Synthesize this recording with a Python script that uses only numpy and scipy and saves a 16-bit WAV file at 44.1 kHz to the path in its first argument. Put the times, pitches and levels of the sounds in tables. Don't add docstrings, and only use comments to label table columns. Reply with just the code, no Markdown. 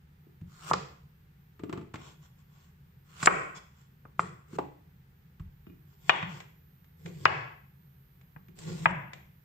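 import sys
import numpy as np
from scipy import signal
from scipy.fft import rfft, irfft
from scipy.io import wavfile
from scipy.ndimage import uniform_filter1d, minimum_filter1d

SR = 44100
rng = np.random.default_rng(int(sys.argv[2]) if len(sys.argv) > 2 else 0)


def dump_mix(stems):
    frames = np.atleast_2d(stems).T
    limited = np.clip(frames, -1, 1)
    pcm = np.round(limited * 32767).astype(np.int16)
    wavfile.write(sys.argv[1], SR, pcm)


N = 416304
TIME = np.arange(N) / SR
HZ = np.fft.rfftfreq(8192, 1 / SR)
MOVE_S = 5.5

# [start_s, length_s, end_hiss_db, end_judder_db, swell_db]
CUTS = [(0.482, 0.231, -45, -38, 31), (3.06, .172, -50, -44, 26.5), (4.489, 0.077, -59.5, -37, 14.5),
        (5.995, .1, -58.5, -46.5, 19), (6.993, .26, -62.5, -40, 12), (8.577, 0.34, -55, -37, 6.5)]
BITE_S, CUT_EDGE_S = 0.058, 0.01
SWELL_POWER = 1.9
# [middle_s, length_s, hiss_db, judder_db]
SCRAPES = [(2.061, 0.22, -60, -51), (2.244, 0.088, -67.5, -67), (2.4, 0.081, -76, -69.5),
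           (2.599, 0.29, -73.5, -68), (3.571, 0.057, -51, -52.5), (3.8, .2, -74.5, -74),
           (4.247, 0.15, -59.5, -40.5), (5.924, 0.14, -77.5, -66), (6.346, 0.21, -58.5, -48.5),
           (7.076, 0.071, -67, -38), (8.696, 0.097, -61.5, -36)]
SCRAPE_ARCH = 1.5
CELLS_PER_S, CELL_SPREAD_DB = 3500, 1.9
# [pitch_hz, density_db]
FLESH = [(200, -15.5), (700, 2), (1250, 0.5), (2000, 4), (3200, 0.5), (4800, 0), (6200, -3), (7200, 3.5),
         (7900, -6.5), (8600, -12.5), (10000, -22), (11500, -19), (15000, -23)]
# [pitch_hz, density_db]
JUDDER = [(40, -22.5), (100, -7), (165, 10), (210, -10.5), (280, -19), (360, -5), (500, -13), (650, -33.5),
          (2000, -75)]
# [pitch_hz, density_db]
PRESSED_BOARD = [(900, -25), (1150, -1), (1300, 1), (1550, -6), (1900, -31)]
# [pitch_hz, level_db, t60_s]
BLADE = [(7500, -3.5, 0.01), (7620, -3.5, 0.11), (8090, 2.5, 0.032), (7500, -7, 0.024)]
# [pitch_hz, level_db, t60_s]
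DRAGGED_BLADE = [(1110, 6.5, 0.019), (1427, 4, 0.018), (3040, -1.5, 0.018), (3400, -1.5, 0.019),
                 (5270, -4.5, .02), (5960, -15, .02), (7580, -6.5, 0.06)]

# [start_s, force_db, hardness_corner_hz, thump_db, left_right_db]
KNOCKS = [(0.7122, -11.5, 1300, -1, -2), (0.7352, -13.5, 1450, -6, 0), (3.2289, -23, 1900, 6.5, -2),
          (3.2727, 8.5, 1950, -16, 0), (4.052, -44.5, 1570, 10, 0.5), (4.1934, -12.5, 1790, -1.5, 1),
          (4.5855, -21, 910, -4, -2), (6.0946, 3.5, 4100, -16.5, 3), (6.227, -26, 3900, 14, -2),
          (7.2552, 6, 2650, -9.5, 1.5), (8.362, -45, 1890, 15, 5.5), (8.857, 1, 2450, -3, 2.5)]
# [pitch_hz, density_db]
APPLE_BOARD = [(60, -38), (250, -20.5), (400, -7), (620, -11), (760, -7.5), (900, -8), (1080, 2),
               (1280, 1.5), (1650, -7), (2500, -1.5), (3200, -5), (4200, -10.5), (7500, 0), (10000, -19)]
BEET_BOARD = [(60, -51.5), (320, -14.5), (520, -12), (700, -5.5), (950, 2), (1160, -0.5), (1350, -5),
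              (1650, -3), (1900, -4.5), (2350, -7.5), (3550, -10.5), (4100, -22), (7500, -12.5),
              (10000, -15)]
# [pitch_hz, density_db]
THUMP = [(30, -37), (80, -11.5), (130, 2), (185, 0), (260, -20.5), (500, -23), (2000, -65)]
# [pitch_hz, level_db, t60_s]
APPLE_MODES = [(295, -6.5, 0.081), (428, -6, 0.057), (540, -10, 0.039), (682, -2.5, 0.1), (877.5, 0, 0.12),
               (1215, -1, .05), (1381.5, -3, 0.045), (1997, -3.5, .05), (3022, -7, .05)]
BEET_MODES = [(424, -10.5, 0.12), (485, -25, .08), (645, -5.5, 0.14), (910, -4.5, 0.066),
              (1183, 24.5, 0.0097), (1938, 4.5, 0.076), (2460, 19, 0.033), (2864, 6, 0.11),
              (2980, -14, 0.16), (3690, 2.5, 0.074)]

# [start_s, level_db, t60_s, brightness_corner_hz, left_right_db]
SNAPS = [(0.734, -16.5, 0.022, 6040, 0), (3.2275, -22.5, 0.11, 12000, -2), (3.2553, -27, 0.039, 9000, -6.5),
         (3.2595, -11.5, 0.01, 12900, 9), (4.196, -31.5, 0.12, 6500, 2), (6.095, -24.5, .02, 7500, -2),
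         (6.161, -47, .01, 12000, -4), (7.254, -12, .02, 5560, -1.5), (8.588, -39.5, 0.04, 12900, 0)]
# [pitch_hz, density_db]
SNAP = [(200, -12.5), (1300, -4), (2500, -6.5), (3800, -7), (5200, -4.5), (6300, -9), (7300, 4.5),
        (8000, 0.5), (9000, -19.5), (11000, -22.5), (15000, -29)]
# [start_s, level_db]
PINGS = [(3.259, -33.5), (4.194, -46), (4.211, -40.5)]

# [start_s, level_db, softness_corner_hz, tick_db]
BUMPS = [(0.265, -45.5, 400, -30), (.415, -28, 133, -41), (1.594, -36, 402, -9), (1.635, -24, 390, -14.5),
         (1.695, -27, 387, -11.5), (1.727, -24, 404, -5.5), (1.775, -29, 378, -9.5), (1.794, -42, 367, -14),
         (1.812, -38, 370, -10), (1.941, -29, 258, -2.5), (4.531, -29, 272, -24), (4.586, -24.5, 480, -5),
         (5.397, -25, 105, -22), (5.667, -35.5, 303, -20.5), (5.698, -38.5, 260.3, -24.5),
         (8.485, -42, 280, -22.5), (9.147, -37, 141.8, -27.5)]
# [pitch_hz, density_db]
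FRUIT = [(30, -32), (80, -4.5), (140, -0.5), (210, -1), (260, -6.5), (320, 5), (430, -0.5), (700, -21),
         (1200, 5), (3000, -13.5), (9000, -21)]
# [pitch_hz, density_db]
TICK = [(200, -13.5), (700, -5.5), (1200, 9), (1550, -1), (2000, -4.5), (2500, -3.5), (3100, -8),
        (4200, -14), (5200, -17.5), (6400, -20.5), (7800, -13), (9000, -47), (15000, -28)]
# [start_s, level_db]
SET_DOWN = (4.586, -42.5)
# [pitch_hz, level_db, t60_s]
TABLE_MODES = [(371, -6, 0.16), (472, -6, 0.21), (624, -5, .25), (840, 4, 0.29), (926, -1, 0.27),
               (1039, -10, .28)]

# [start_s, level_db]
TOUCHES = [(.413, -57.5), (1.9378, -47), (1.957, -36), (6.224, -39.5), (6.403, -34.5), (6.844, -56),
           (7.06, -35), (8.212, -54), (8.484, -53.5), (9.133, -31.5)]
# [pitch_hz, density_db]
TOUCH = [(200, -7.5), (800, 4), (1300, -2), (2200, 4), (2900, -3.5), (3700, -5.5), (5000, -13.5),
         (7400, -10.5), (9000, -28), (15000, -44)]

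# [start_s, end_s, pitch_hz, place, length_s, left_db, right_db]
WHINE = [(0, 5.5, 14750, .36, .002, -86, -83), (0, 5.5, 13560, .58, .0022, -82.5, -78),
         (5.5, 9.9, 13600, .5, .003, -81.5, -70)]
HALF_WAVES_PER_S, WHINE_FADE_S = 100, 0.5
CHIRP_FALL_HZ_PER_S, CHIRP_JITTER_HZ = 300000, 170
# [pitch_hz, density_db]
FIZZ = [(9000, -39.5), (12000, -6), (14000, 0), (15600, -3), (17000, -30.5)]
FIZZ_DB = -88

# [pitch_hz, density_db]
AIR = [(12, -55), (20, -21.5), (76, -5), (108, -14.5), (137, 1), (189, -9.5), (211, -17.5), (291, -26),
       (401, -25.5), (666, -36.5), (783, -29), (1050, -32.5), (1700, -30.5), (5980, -46), (12000, -52.5),
       (15600, -85.5), (22000, -120)]
AIR_DB = -58
# [pitch_hz, rms_db]
HUM = [(86, -70.5), (134.6, -71), (154, -75)]

# [pitch_hz, t60_s]
ROOM = [(100, 0.61), (200, 0.45), (500, 0.44), (1200, 0.46), (2500, .48), (5000, 0.43), (8000, 0.47),
        (15000, 0.36)]
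# [pitch_hz, gain_db]
ROOM_COLOUR = [(40, 9), (100, 1.5), (160, 3.5), (280, 3.5), (500, 4), (1000, -2.5), (2500, 0.5),
               (5000, -2.5), (8000, -2.5), (15000, 2)]
# [pitch_hz, correlation -1 to 1]
LIKENESS = [(60, .99), (140, 1), (200, .94), (300, 0.015), (420, 0.594), (640, -.38), (1200, -0.2),
            (15000, 0.3)]
WORK_ECHO_DB, WHINE_ECHO_DB = -5.5, -5
CEILING_DB, EDGE_HZ = -0.2, 15700


def slicing():
    cut, cut_judder = pushing()
    scrape, scrape_judder = dragging()
    spread_db = CELL_SPREAD_DB * np.minimum(rng.exponential(1, N), 4)
    cells = (rng.random(N) < CELLS_PER_S / SR) * amp(spread_db)
    bursts = (cells + 0.18) * rng.standard_normal((2, N))
    crackle = shifting(coloured(bursts, FLESH), patchy_db=2.5)
    steel = evened(signal.oaconvolve(bursts, ringing(BLADE), axes=1)[:, :N])
    rasp = evened(signal.oaconvolve(bursts, ringing(DRAGGED_BLADE), axes=1)[:, :N])
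    judder = coloured(diffuse(rng.standard_normal((2, N))), JUDDER)
    wood = (TIME < MOVE_S) * coloured(bursts, PRESSED_BOARD)
    cutting = cut * (amp(6) * crackle + amp(-3.5) * steel + amp(-5) * rasp + amp(3) * wood)
    scraping = scrape * (amp(2.5) * crackle + amp(2.0) * rasp)
    return cutting + scraping + amp(-3.5) * (cut_judder + scrape_judder) * judder


def pushing():
    levels = np.zeros((2, N))
    for s, length, hiss_db, judder_db, swell_db in CUTS:
        way = np.clip((TIME - s) / length, 0, 1)
        entering = (TIME - s) / BITE_S
        leaving = (s + length - TIME) / CUT_EDGE_S
        inside = np.clip(np.minimum(entering, leaving) + 0.5, 0, 1)
        swell = amp(swell_db * (way ** SWELL_POWER - 1))
        levels += amp([[hiss_db], [judder_db]]) * inside * swell
    return levels


def dragging():
    levels = np.zeros((2, N))
    for s, length, hiss_db, judder_db in SCRAPES:
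        speed = np.sin(np.pi * np.arange(0, length, 1 / SR) / length)
        add(levels, s - length / 2, amp([[hiss_db], [judder_db]]) * abs(speed) ** SCRAPE_ARCH)
    return levels


def shifting(x, patchy_db):
    z = signal.stft(x, nperseg=512)[2]
    patches = uniform_filter1d(rng.standard_normal(z.shape[1:]), size=5, axis=0)
    patches = uniform_filter1d(patches, size=16, axis=1)
    patched = z * amp(patchy_db * evened(patches))
    return evened(signal.istft(patched, nperseg=512)[1][:, :N])


def knocks():
    struck, scatter = np.zeros((2, 2, N))
    for s, db, corner_hz, thump_db, pan_db in KNOCKS:
        wood = read(APPLE_BOARD if s < MOVE_S else BEET_BOARD, HZ) + softened(corner_hz, steep=10)
        clack = blow(wood, t60=0.016, apart=0.36, pan_db=pan_db)
        thump = amp(thump_db) * blow(read(THUMP, HZ), t60=0.033, apart=0.17) / 2
        add(struck, s, amp(db) * (clack + thump))
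        scattered = amp(2.5) * blow(wood, t60=0.033, apart=1.8, pan_db=pan_db)
        add(scatter, s + 0.001, amp(db) * scattered)
        add(scatter, s, amp(db) * amp(-20.5) * board(s, corner_hz))
    return struck, scatter


def snaps():
    out = np.zeros((2, N))
    for s, db, t60, corner_hz, pan_db in SNAPS:
        crack_db = read(SNAP, HZ) + softened(corner_hz, steep=14)
        add(out, s, amp(db) * blow(crack_db, t60, apart=1.0, pan_db=pan_db))
    for s, db in PINGS:
        add(out, s, amp(db) * ringing(BLADE))
    return out


def bumps():
    out = np.zeros((2, N))
    for s, db, corner_hz, tick_db in BUMPS:
        thud = blow(read(FRUIT, HZ) + softened(corner_hz, steep=8), t60=0.062, apart=0.028)
        tick = amp(tick_db) * blow(read(TICK, HZ), t60=0.043, apart=0.956)
        add(out, s, amp(db) * (thud + tick))
        thud_ring = amp(-8) * board(s, corner_hz)
        tick_ring = amp(tick_db) * amp(-16.5) * board(s, corner_hz=3514)
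        add(out, s, amp(db) * (thud_ring + tick_ring))
    down_s, down_db = SET_DOWN
    add(out, down_s, amp(down_db) * ringing(TABLE_MODES))
    return out


def touches():
    out = np.zeros((2, N))
    for s, db in TOUCHES:
        add(out, s, amp(db) * blow(read(TOUCH, HZ), t60=0.03, apart=0.98, pan_db=1))
    return out


def board(s, corner_hz):
    modes = APPLE_MODES if s < MOVE_S else BEET_MODES
    return ringing([(hz, db - 10 * np.log10(1 + (hz / corner_hz) ** 6), t60) for hz, db, t60 in modes])


def ringing(modes):
    t = np.arange(SR // 4) / SR
    turns = rng.random((len(modes), 2, 1))
    rise = np.minimum(t * 2000, 1)
    out = np.zeros((2, len(t)))
    for (hz, db, t60), turn in zip(modes, turns):
        out += amp(db - 60 * t / t60) * np.sin(2 * np.pi * (hz * t + turn))
    return rise * out


def blow(db, t60, apart, pan_db=0):
    t = np.arange(2 * len(HZ) - 2) / SR
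    noise = rng.standard_normal((3, len(t)))
    z = rfft((noise[:2] * apart + noise[2]) * amp(-60 * t / t60))
    z /= np.sqrt(uniform_filter1d(abs(z) ** 2, size=40, axis=1))
    burst = irfft(z) * (t < t[-1] / 2)
    fade = np.minimum(2 - 2 * t / t[-1], 1)
    ring = irfft(rfft(burst) * causal(db)) * fade
    loudness = np.sqrt(2e-3 * SR / np.sum(ring ** 2))
    return ring * loudness * amp([[pan_db / 2], [-pan_db / 2]])


def softened(corner_hz, steep):
    return -10 * np.log10(1 + (HZ / corner_hz) ** steep)


def causal(db):
    log_gain = np.log(amp(np.maximum(db, db.max() - 100)))
    circle = np.r_[log_gain, log_gain[-2:0:-1]]
    return np.exp(np.conj(signal.hilbert(circle)))[:len(db)]


def whine():
    out = amp(FIZZ_DB) * coloured(rng.standard_normal((2, N)), FIZZ)
    for start, end, hz, place, length, left_db, right_db in WHINE:
        t = (TIME * HALF_WAVES_PER_S % 1 - place) / HALF_WAVES_PER_S
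        wander = np.cumsum(CHIRP_JITTER_HZ * rng.standard_normal((2, N)), axis=1) / SR
        turns = (hz - CHIRP_FALL_HZ_PER_S * t / 2) * t + wander
        chirp = np.exp(-(2 * t / length) ** 2) * np.sin(2 * np.pi * turns)
        on = np.clip(np.minimum(TIME - start, end - TIME) / WHINE_FADE_S + 0.5, 0, 1)
        out += on * amp([[left_db], [right_db]]) * evened(chirp)
    return out


def background():
    out = amp(AIR_DB) * coloured(diffuse(rng.standard_normal((2, N))), AIR)
    waver = evened(uniform_filter1d(rng.standard_normal((len(HUM), N)), size=12000, axis=1))
    for (hz, db), drift in zip(HUM, waver):
        turns = np.cumsum(hz + 3.1 * drift) / SR
        out += amp(db) * np.sqrt(2) * np.sin(2 * np.pi * turns)
    return out


def kitchen(x):
    hz, t, z = signal.stft(diffuse(rng.standard_normal((2, SR))), SR, nperseg=512)
    z = z * amp(-60 * t / read(ROOM, hz)[:, None])
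    build_up = np.clip((TIME[:SR] - 0.003) / 0.0024, 0, 1)
    tail = signal.istft(z, SR, nperseg=512)[1][:, :SR] * build_up
    z = rfft(tail)
    z /= np.sqrt(uniform_filter1d((abs(z) ** 2).mean(0), size=60))
    tail = irfft(z * amp(read(ROOM_COLOUR, np.fft.rfftfreq(SR, 1 / SR))))[:, :SR * 3 // 4]
    return signal.fftconvolve(x, tail, axes=1)[:, :N]


def diffuse(pair):
    size = pair.shape[1]
    a, b = rfft(pair)
    same = np.clip(read(LIKENESS, np.fft.rfftfreq(size, 1 / SR)), -1, 1)
    mid, side = a * np.sqrt((1 + same) / 2), b * np.sqrt((1 - same) / 2)
    return irfft([mid + side, mid - side], size)


def coloured(x, points):
    size = x.shape[-1]
    gain = amp(read(points, np.fft.rfftfreq(size, 1 / SR)))
    return evened(irfft(rfft(x) * gain, size))


def read(points, hz):
    f, value = np.transpose(points)
    return np.interp(np.log(hz + 1), np.log(f + 1), value)


def evened(x):
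    return x / np.sqrt(np.mean(x ** 2) + 1e-20)


def amp(db):
    return 10 ** (np.asarray(db) / 20)


def add(mix, s, sound):
    part = mix[:, round(s * SR):][:, :sound.shape[1]]
    part += sound[:, :part.shape[1]]


def scene():
    struck, scatter = knocks()
    work = struck + bumps() + touches() + snaps() + slicing()
    whistle = whine()
    left, right = work + scatter
    near = np.array([left, np.where(TIME < MOVE_S, right, np.roll(right, 26))])
    echo = kitchen(amp(WORK_ECHO_DB) * work + amp(WHINE_ECHO_DB) * whistle)
    return near + whistle + echo + background()


def record(dry, threshold_db=-22, squeeze=0.59, attack_s=0.0014, release_s=0.11):
    power = np.maximum(uniform_filter1d((dry ** 2).mean(0), size=130), 1e-12)
    over_db = np.maximum(10 * np.log10(power) - threshold_db, 1e-6)
    duck_db = np.exp(np.maximum.accumulate(np.log(over_db) + TIME / release_s) - TIME / release_s)
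    lag = np.exp(-1 / (attack_s * SR))
    smooth_db = signal.lfilter([1 - lag], [1, -lag], duck_db)
    squeezed = dry * amp(-squeeze * smooth_db)
    headroom = np.minimum(amp(CEILING_DB) / (abs(squeezed).max(0) + 1e-9), 1)
    limited = squeezed * uniform_filter1d(minimum_filter1d(headroom, size=90), size=90)
    lowpass = signal.firwin(511, EDGE_HZ, window=("kaiser", 9), fs=SR)
    return signal.oaconvolve(limited, lowpass[None], "same")


dry = scene()
out = record(dry)
dump_mix(out)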